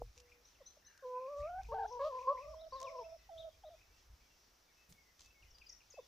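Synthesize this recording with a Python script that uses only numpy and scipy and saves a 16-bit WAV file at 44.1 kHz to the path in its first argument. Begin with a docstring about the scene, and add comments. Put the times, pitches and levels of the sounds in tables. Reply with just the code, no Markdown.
"""A rock in an open field, hens foraging close by. One draws out long wavering whines; others cut in with a
squeal, yelps and soft coos, and the voices beat against each other. Each whine, squeal and yelp is a trembling
tone whose octave blooms at the throat resonance; the coos are almost pure notes. Short clucks, claws on stone,
soft knocks, a footfall. Small birds chirp farther off over a faint outdoor hiss; a light breeze rumbles on the
microphone."""
import sys
import numpy as np
from scipy import signal
from scipy.fft import rfft, irfft, next_fast_len
from scipy.io import wavfile
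from scipy.ndimage import map_coordinates

SR = 44100
rng = np.random.default_rng(int(sys.argv[2]) if len(sys.argv) > 2 else 0)


def inscribe(sig):
    """Save sig as 16-bit PCM at rate SR to the path in sys.argv[1].

    A 1-D sig is mono; a 2-D sig holds one channel per row.
    Samples are clipped to [-1, 1] before scaling.
    """
    pcm = np.round(np.clip(np.atleast_2d(sig).T, -1, 1) * 32767)
    wavfile.write(sys.argv[1], SR, pcm.astype(np.int16))


N = 267687
TIME_S = np.arange(N) / SR
LAG_S_PER_DB = 4.5e-5


def amp(db):
    """Decibels to gain."""
    return 10 ** (np.asarray(db) / 20)


def unit(x):
    """Scale to rms 1."""
    return x / np.sqrt(np.mean(x ** 2) + 1e-20)


def along(points, hz):
    """Interpolate (freq_hz, value) points on a log axis."""
    freq_hz, values = np.transpose(points)
    return np.interp(np.log(hz + 1), np.log(freq_hz + 1), values)


def curves(rows, t=TIME_S):
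    """Interpolate each column after the first at times t."""
    time_s, *columns = np.transpose(rows)
    return [np.interp(t, time_s, column) for column in columns]


def wobble(rate_hz, size=N):
    """Smooth random curve, rate_hz knots a second."""
    knots = rng.standard_normal(int(size * rate_hz / SR) + 4)
    return map_coordinates(knots, [np.arange(size) * rate_hz / SR])


def resonance(hz, centre_hz, width_hz=110):
    """Flat-topped, steep-sided peak; the default width is a hen's throat."""
    return 1 / (1 + ((hz - centre_hz) / width_hz) ** 4)


def filtered(x, response):
    """Apply a frequency response."""
    size = next_fast_len(N + SR // 4)
    return irfft(rfft(x, size) * response(np.fft.rfftfreq(size, 1 / SR)), size)[..., :N]


def add(track, start_s, sound):
    """Mix a sound into a track."""
    start = max(round(start_s * SR), 0)
    part = track[..., start:start + sound.shape[-1]]
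    part += sound[..., :part.shape[-1]]


def pan(x, left_db, lag_s_per_db=0):
    """The nearer microphone hears a sound louder and, given a lag, earlier."""
    half_db = np.array([[left_db], [-left_db]]) / 2
    return filtered(x, lambda hz: amp(half_db) * np.exp(2j * np.pi * hz * lag_s_per_db * half_db))


# left-right likeness: freq_hz, correlation
COHERENCE = [(150, 1), (600, 0.24), (6000, 0.73), (9000, 0.32)]

def noise(spectrum):
    """Stereo noise of rms 1, near mono in the bass, wider above."""
    def mid_side(hz):
        angle = np.arccos(np.clip(along(COHERENCE, hz), -1, .9995)) / 2
        return amp(along(spectrum, hz)) * [np.cos(angle), np.sin(angle)]
    mid, side = filtered(rng.standard_normal((2, N)), mid_side)
    return unit(np.array([mid + side, mid - side]))


# draught between gusts: time_s, level_db
DRAUGHT = [(0, -69), (1.1, -82), (2, -69), (4, -71), (4.55, -80.5), (6, -77)]
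# gusts: peak_s, level_db, decay_db_per_s
GUSTS = [(.025, -44, 237), (1.409, -51, 119), (1.598, -51.5, 49), (2.48, -56.5, 111), (3.39, -60.5, 120),
         (4.109, -60, 156), (5.44, -64, 42.5)]
# wind rumble: freq_hz, gain_db
RUMBLE_SPECTRUM = [(20, -9), (52, 4.5), (110, -10), (400, -53)]

def breeze(rise_db_per_s=398):
    """Gusts buffet the microphone, rising fast and dying away over a weak draught."""
    draught_db, = curves(DRAUGHT)
    power = amp(draught_db) ** 2
    for peak_s, level_db, decay_db_per_s in GUSTS:
        t = TIME_S - peak_s
        power += amp(level_db - np.maximum(-rise_db_per_s * t, decay_db_per_s * t)) ** 2
    return np.sqrt(power) * amp(2 * wobble(25)) * noise(RUMBLE_SPECTRUM)


# field rush, field hiss, microphone noise: freq_hz, gain_db
RUSH_SPECTRUM = [(120, -6.5), (550, -3.5), (1400, -6), (2400, -11), (5000, -40)]
HISS_SPECTRUM = [(1500, -13), (2500, -3.5), (4400, -2.5), (5800, 3.5), (6600, -4), (9500, -21.5)]
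MIC_SPECTRUM = [(3000, -24.5), (13000, 0)]

def air():
    """The field's low rush and flickering hiss, plus microphone self-noise."""
    rush = amp(-76 + .51 * wobble(2.7)) * noise(RUSH_SPECTRUM)
    hiss = amp(-74 + 1.85 * wobble(13)) * noise(HISS_SPECTRUM)
    return rush + hiss + amp(-79.5) * noise(MIC_SPECTRUM)


def far_flock(level_db=-75, count=150):
    """Faint chirps from across the field, mostly low and falling."""
    track = np.zeros(N)
    for when, pitch, span, glide, distance in rng.random((count, 5)):
        length_s = .02 * (1 + 2.5 * span)
        u = np.linspace(0, 1, int(length_s * SR))
        start_hz = 2000 * 2.8 ** (pitch ** 1.6)
        hz = start_hz * (1 + .5 * (glide - .65) * u + .015 * wobble(300, len(u)))
        swell = amp(level_db - 10 * distance) * np.sin(np.pi * u)
        add(track, when * N / SR, swell * np.sin(2 * np.pi * np.cumsum(hz) / SR))
    return track


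# soft knocks: peak_s, pitch_hz, width_s, level_db
KNOCKS = [(.02, 670, 0.00091, -31.5), (0.022, 479, 0.0085, -45)]

def knocks(cutoff_hz=1400):
    """Brief dull bumps close by."""
    track = np.zeros(N)
    for peak_s, pitch_hz, width_s, level_db in KNOCKS:
        t = TIME_S - peak_s
        track += amp(level_db) * np.exp(-np.abs(t) / width_s) * np.cos(2 * np.pi * pitch_hz * t)
    return filtered(track, lambda hz: 1 / (1 + (hz / cutoff_hz) ** 8))


# claw and beak taps: start_s, relative_db
TAPS = [(0.202, -56), (0.977, -58), (1.6334, -54.5), (2.802, -44), (2.8152, -47.5), (2.829, -45),
        (4.9247, -52), (5.1934, -56), (5.207, -52), (5.2173, -56), (5.584, -55.5)]
# claw scuffs: start_s, length_s, level_db
SCUFFS = [(0.106, 0.14, -69.5), (1.355, .08, -69), (5.169, 0.14, -69)]
# struck stone: freq_hz, gain_db
STONE_SPECTRUM = [(1500, -1.5), (4000, 5.5), (6200, 10.5), (9000, -6.5), (15000, -16)]

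def claws_and_beaks(t60_s=.018, tap_gain_db=-2.5):
    """Sharp dry ticks on the rock and longer, softer gritty scuffs."""
    force = np.zeros(N)
    t = TIME_S[:SR // 8]
    for start_s, relative_db in TAPS:
        add(force, start_s, amp(tap_gain_db + relative_db - 60 * t / t60_s))
    for start_s, length_s, level_db in SCUFFS:
        size = int(length_s * SR)
        add(force, start_s, amp(level_db + 4.5 * wobble(400, size)) * np.hanning(size))
    return force * noise(STONE_SPECTRUM)


def voice(t, hz, level_db, octave_db, jitter, shimmer_db, third_db, edge_s):
    """Trembling fundamental, octave and weak overtones; third_db is relative to the octave."""
    phase = 2 * np.pi * np.cumsum(hz * (1 + jitter * wobble(130.1, len(t)))) / SR
    overtones = sum(amp(third_db - 9.5 * (k - 3)) * np.sin(k * phase) for k in range(3, 7))
    tone = np.sin(phase) + amp(octave_db) * (np.sin(2 * phase) + overtones)
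    ramp = np.clip(np.minimum(t - t[0], t[-1] - t) / edge_s, 0, 1)
    gate = np.sin(np.pi / 2 * ramp) ** 2
    tremble = wobble(110.6, len(t)) + .19 * wobble(420, len(t))  # with cycle-to-cycle grain
    track = np.zeros(N)
    add(track, t[0], np.sqrt(2) * tone * gate * amp(level_db + shimmer_db * tremble))
    return track


THROAT_HZ = 1037

def call(rows, beak_db, jitter, shimmer_db, third_db, throat_hz=THROAT_HZ, dulling_db=0, unrest=0):
    """A nearly closed beak passes only low harmonics; the octave blooms at the throat resonance."""
    edge_s = .00725
    t = np.arange(rows[0][0] - edge_s / 2, rows[-1][0] + edge_s / 2, 1 / SR)
    hz, effort_db = curves(rows, t)
    lift_db = np.interp(t, TIME_S, np.broadcast_to(beak_db, N))
    centre_hz = np.interp(t, TIME_S, np.broadcast_to(throat_hz, N))
    octave_db = -6.5 - 17.5 * np.log2(2 * hz / THROAT_HZ) + lift_db * resonance(2 * hz, centre_hz)
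    waver = (hz / hz.min()) ** unrest  # less steady as she strains higher
    dulled_db = third_db - dulling_db * np.linspace(0, 1, len(t))
    return voice(t, hz, effort_db, octave_db, jitter * waver, shimmer_db * waver, dulled_db, edge_s)


# whines: time_s, pitch_hz, effort_db
FAINT_WHINE = [(0.17, 491, -69.5), (0.425, 480, -77)]
RISING_WHINE = [(1.025, 546, -56), (1.053, 504.4, -46), (1.17, 502, -47), (1.273, 529, -46),
                (1.306, 590, -47.5), (1.356, 569, -45.5), (1.451, 601, -42), (1.493, 696, -46.5),
                (1.539, 719, -46.5), (1.613, 784, -42.5)]
LONG_WHINE = [(1.688, 474.5, -58), (1.715, 460, -49.5), (1.845, 446.4, -53.5), (1.868, 429, -64.5),
              (1.902, 445, -62), (1.918, 481, -51.5), (1.975, 499, -48), (1.987, 468.5, -52.5),
              (2.095, 578.6, -47.5), (2.128, 510.5, -53), (2.18, 509.2, -50.5), (2.2, 491.4, -54.5),
              (2.228, 528, -58), (2.26, 512.5, -54), (2.4, 509.7, -56), (2.425, 575, -54),
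              (2.53, 593.4, -55.5), (2.548, 487, -63)]
FALLING_WHINE = [(2.724, 535, -54.5), (2.749, 526, -51.5), (2.79, 536, -58.5), (2.813, 513, -59),
                 (2.848, 546, -50), (2.872, 517.6, -52.5), (2.91, 573, -56), (2.942, 517, -54.5),
                 (3.005, 493.6, -51.5), (3.033, 434, -57.5)]
# beak opening: time_s, resonance_lift_db
BEAK_OPENING = [(.3, -14.5), (1.09, -1.5), (1.18, 12.5), (1.21, 1), (1.8, 6), (2.2, 12), (2.75, 17.5),
                (3.0, 6.5)]
# throat resonance as she reshapes it: time_s, centre_hz
THROAT_TUNING = [(1.55, 1019), (1.8, 875), (2.05, 990)]
# strained throat: freq_hz, gain_db
RASP_SPECTRUM = [(1500, -27.5), (2700, -7.5), (3700, 5), (9000, -25)]

def whining_hen():
    """Two whines, smooth until the pitch rises, then two shaky, raspy ones slightly left."""
    beak_db, = curves(BEAK_OPENING)
    throat_hz, = curves(THROAT_TUNING)
    smooth = sum(call(rows, beak_db, jitter=.004, shimmer_db=.4, third_db=-31, throat_hz=throat_hz,
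                      unrest=4) for rows in (FAINT_WHINE, RISING_WHINE))
    shaky = sum(call(rows, beak_db, jitter=.018, shimmer_db=1.72, third_db=-29.5, throat_hz=throat_hz,
                     dulling_db=10) for rows in (LONG_WHINE, FALLING_WHINE))
    rasp = amp(-28.5) * shaky * noise(RASP_SPECTRUM)
    return smooth + pan(shaky, left_db=2, lag_s_per_db=LAG_S_PER_DB) + rasp


# song shapes by name: length_s, rasp_share, pitches_hz
SONGS = { "peep": (.046, .08, [5500, 6170, 5880]), "churr": (.095, .6, [1950, 2550, 2100]),
         "arch": (.095, .35, [3700, 4650, 4000, 3650]), "chip": (.078, .4, [3150, 3850, 2850]),
         "slide": (.07, .25, [3950, 2650, 2100]), "rise": (.04, .15, [2150, 2620, 2640]),
         "drawl": (.24, .9, [1780, 1560]), "purl": (.24, .5, [2540, 2380]),
         "high note": (.085, .08, [2600, 2620]), "low note": (.085, .08, [2220, 2170]),
         "whistle": (.056, .07, [5000, 4720, 4950]), "tick": (.018, .25, [2850, 2350]),
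         "flit": (.018, .45, [6250, 5300]), "buzz": (.08, .7, [5600, 5550]),
         "swoop": (.038, .07, [6900, 5550, 4800]), }
# chirps: start_s, song, level_db
CHIRPS = [(.265, "churr", -74.5), (0.447, "peep", -63.5), (0.525, "slide", -76), (0.653, "peep", -61),
          (.82, "drawl", -69), (.848, "peep", -60), (1.11, "purl", -74), (1.397, "churr", -64.5),
          (1.59, "churr", -73.5), (1.874, "buzz", -63.5), (2.164, "churr", -69), (2.365, "churr", -65),
          (2.58, "chip", -67.5), (2.705, "arch", -61), (2.836, "slide", -61), (2.983, "tick", -70),
          (3.028, "rise", -64), (3.365, "chip", -63.5), (3.631, "chip", -71.5), (3.77, "churr", -77),
          (4.369, "buzz", -72.5), (4.765, "high note", -74.5), (4.94, "low note", -74.5),
          (5.234, "high note", -70), (5.335, "low note", -75), (5.424, "tick", -58), (5.503, "flit", -64.5),
          (5.54, "whistle", -67), (5.611, "tick", -58), (5.66, "whistle", -64), (5.689, "flit", -58),
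          (5.72, "flit", -59), (5.804, "tick", -61), (5.901, "swoop", -57), (5.925, "high note", -70)]

def small_birds(flutter_db=5, flutter_hz=109):
    """Fluttering glides through a few pitches; a fast quaver makes some raspy."""
    track = np.zeros(N)
    for start_s, song, level_db in CHIRPS:
        length_s, rasp_share, pitches_hz = SONGS[song]
        u = np.linspace(0, 1, int(length_s * SR))
        position = u * (len(pitches_hz) - 1)
        glide_hz = map_coordinates(np.array(pitches_hz, float), [position], order=2, mode="nearest")
        hz = glide_hz * (1 + .1 * rasp_share * wobble(700, len(u)))
        swell = np.sqrt(np.abs(np.sin(np.pi * u))) * amp(flutter_db * wobble(flutter_hz, len(u)))
        phase = 2 * np.pi * np.cumsum(hz) / SR
        fifth_below = amp(-10) * np.sin(phase * 2 / 3) * (song == "peep")
        add(track, start_s, amp(level_db) * swell * (np.sin(phase) + fifth_below))
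    return track


# clucks: start_s, length_s, start_hz, end_hz, level_db
CLUCKS = [(0.597, 0.032, 762, 504, -55), (0.765, 0.016, 804, 560, -61), (5.937, 0.0103, 596, 475, -56),
          (5.968, 0.038, 944, 465, -45)]

def clucks(octave_db=-13):
    """Brief falling notes that swell late, as the octave nears the throat resonance."""
    track = np.zeros(N)
    for start_s, length_s, start_hz, end_hz, level_db in CLUCKS:
        u = np.linspace(0, 1, int(length_s * SR))
        hz = end_hz + (start_hz - end_hz) * (1 - u) ** 2
        phase = 2 * np.pi * np.cumsum(hz) / SR
        octave = amp(octave_db) * resonance(2 * hz, THROAT_HZ) * np.sin(2 * phase)
        add(track, start_s, amp(level_db) * np.sin(np.pi * u ** 1.54) * (np.sin(phase) + octave))
    return track


def yelp(start_s, length_s, start_hz, end_hz, level_db, beak_db, third_db):
    """Pitch climbs while effort builds and holds, then both give way; the tone dulls throughout."""
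    attack, release = .22, .82  # shares of the length
    rows = [(start_s, start_hz, level_db - 9),
            (start_s + attack * length_s, start_hz + attack * (end_hz - start_hz), level_db),
            (start_s + release * length_s, end_hz, level_db),
            (start_s + length_s, end_hz - 40, level_db - 10.5)]
    return call(rows, beak_db, jitter=.015, shimmer_db=.97, third_db=third_db, dulling_db=18)


# squeal: time_s, pitch_hz, effort_db
SQUEAL = [(1.718, 495.5, -45), (1.728, 562, -40), (1.741, 649, -43.5), (1.744, 834, -40.5),
          (1.78, 731, -43), (1.789, 826, -40.5), (1.837, 777, -38.5), (1.849, 674, -43.5),
          (1.863, 850, -40.5)]
# yelps: start_s, length_s, start_hz, end_hz, level_db, beak_db, third_db
YELPS = [(1.994, 0.099, 535.7, 628.6, -37.5, 4.5, -14), (2.272, 0.0638, 512.4, 590.3, -38.5, 16, -31)]

def answering_hen():
    """A squeal cracks upward and beats against the whine; of two yelps, the first turns hoarse."""
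    squeal = call(SQUEAL, beak_db=5.5, jitter=.026, shimmer_db=1.3, third_db=-22.5)
    hoarse, loud = (yelp(*row) for row in YELPS)
    start_s, length_s = YELPS[0][:2]
    strain = np.clip((TIME_S - start_s) / length_s, 0, 1) ** .5
    # air hisses through the throat in step with the voice's cycles
    rasp = (amp(-22.5) * strain * hoarse + amp(-41) * (squeal + loud)) * noise(RASP_SPECTRUM)
    return pan(squeal + hoarse + loud, left_db=.84, lag_s_per_db=LAG_S_PER_DB) + rasp


def far_trill(start_s=2.298, length_s=.91, level_db=-77, edge_s=.051):
    """A distant high trill, blurred into a narrow band of sizzle."""
    gate = np.clip(np.minimum(TIME_S - start_s, start_s + length_s - TIME_S) / edge_s, 0, 1)
    band = filtered(rng.standard_normal(N), lambda hz: resonance(hz, centre_hz=5430, width_hz=490))
    return gate * amp(level_db + 3.2 * wobble(55)) * unit(band)


def coo(start_s, length_s, start_hz, end_hz, catch_hz, level_db):
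    """An almost pure note: it drops from any opening catch, swells, then sags and fades."""
    edge_s, catch_s, release_s = .00694, .0176, .022
    swell_db, fade_db, sag_hz = 6.5, 3.5, 25
    t = np.arange(-edge_s / 2, length_s + edge_s / 2, 1 / SR)
    catch = np.clip(1 - t / catch_s, 0, 1)
    release = np.clip(1 - (length_s - t) / release_s, 0, 1)
    hz = start_hz + (end_hz - start_hz) * t / length_s + catch_hz * catch - sag_hz * release
    effort_db = level_db - swell_db * (1 - t / length_s) - fade_db * release
    return voice(start_s + t, hz, effort_db, octave_db=-27, jitter=.016, shimmer_db=2, third_db=-21,
                 edge_s=edge_s)


# coos: start_s, length_s, start_hz, end_hz, catch_hz, level_db
COOS = [(2.444, 0.24, 620, 654, 0, -52), (2.817, 0.35, 651, 660, 4, -52),
        (3.292, 0.2, 665, 645.6, 178, -48), (3.637, 0.056, 613, 638, 210, -49.5),
        (3.701, 0.053, 690, 660, 5, -55)]

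def cooing_hen():
    """Long coos from the right, then a quick pair from ahead."""
    coos = [coo(*row) for row in COOS]
    return pan(sum(coos[:-2]), left_db=-3.5, lag_s_per_db=LAG_S_PER_DB) + sum(coos[-2:])


# foot landing: freq_hz, gain_db
THUD_SPECTRUM = [(70, -7), (170, -3), (320, -17), (700, -27)]

def footfall(start_s=4.888, rise_s=.012, t60_s=.26):
    """A hen steps down off the rock with a dull thud."""
    t = np.maximum(TIME_S - start_s, 0)
    return np.minimum(t / rise_s, 1) * amp(-58 - 60 * t / t60_s) * noise(THUD_SPECTRUM)


def reflections(x, t60_s=.35, delay_s=.012):
    """Diffuse echo off the ground and stone walls."""
    t = TIME_S[:SR // 2]
    tail = rng.standard_normal((2, len(t))) * amp(-60 * t / t60_s) * (t > delay_s)
    return signal.fftconvolve(x, tail / np.linalg.norm(tail[0]), axes=1)[:, :N]


def scene():
    """Near hens almost dry, far birds wetter, all over the moving air."""
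    hens = whining_hen() + answering_hen() + cooing_hen() + clucks()
    song = pan(small_birds(), left_db=3.5)
    flock = pan(far_flock() + far_trill(), left_db=2)
    echo = reflections(amp(-17.5) * hens + amp(-6.5) * song + flock)
    return hens + song + flock + echo + knocks() + claws_and_beaks() + footfall() + breeze() + air()


def record(dry, cutoff_hz=15550):
    """Brick-wall low-pass at the camera's band limit."""
    return filtered(dry, lambda hz: hz < cutoff_hz)


dry = scene()
out = record(dry)
inscribe(out)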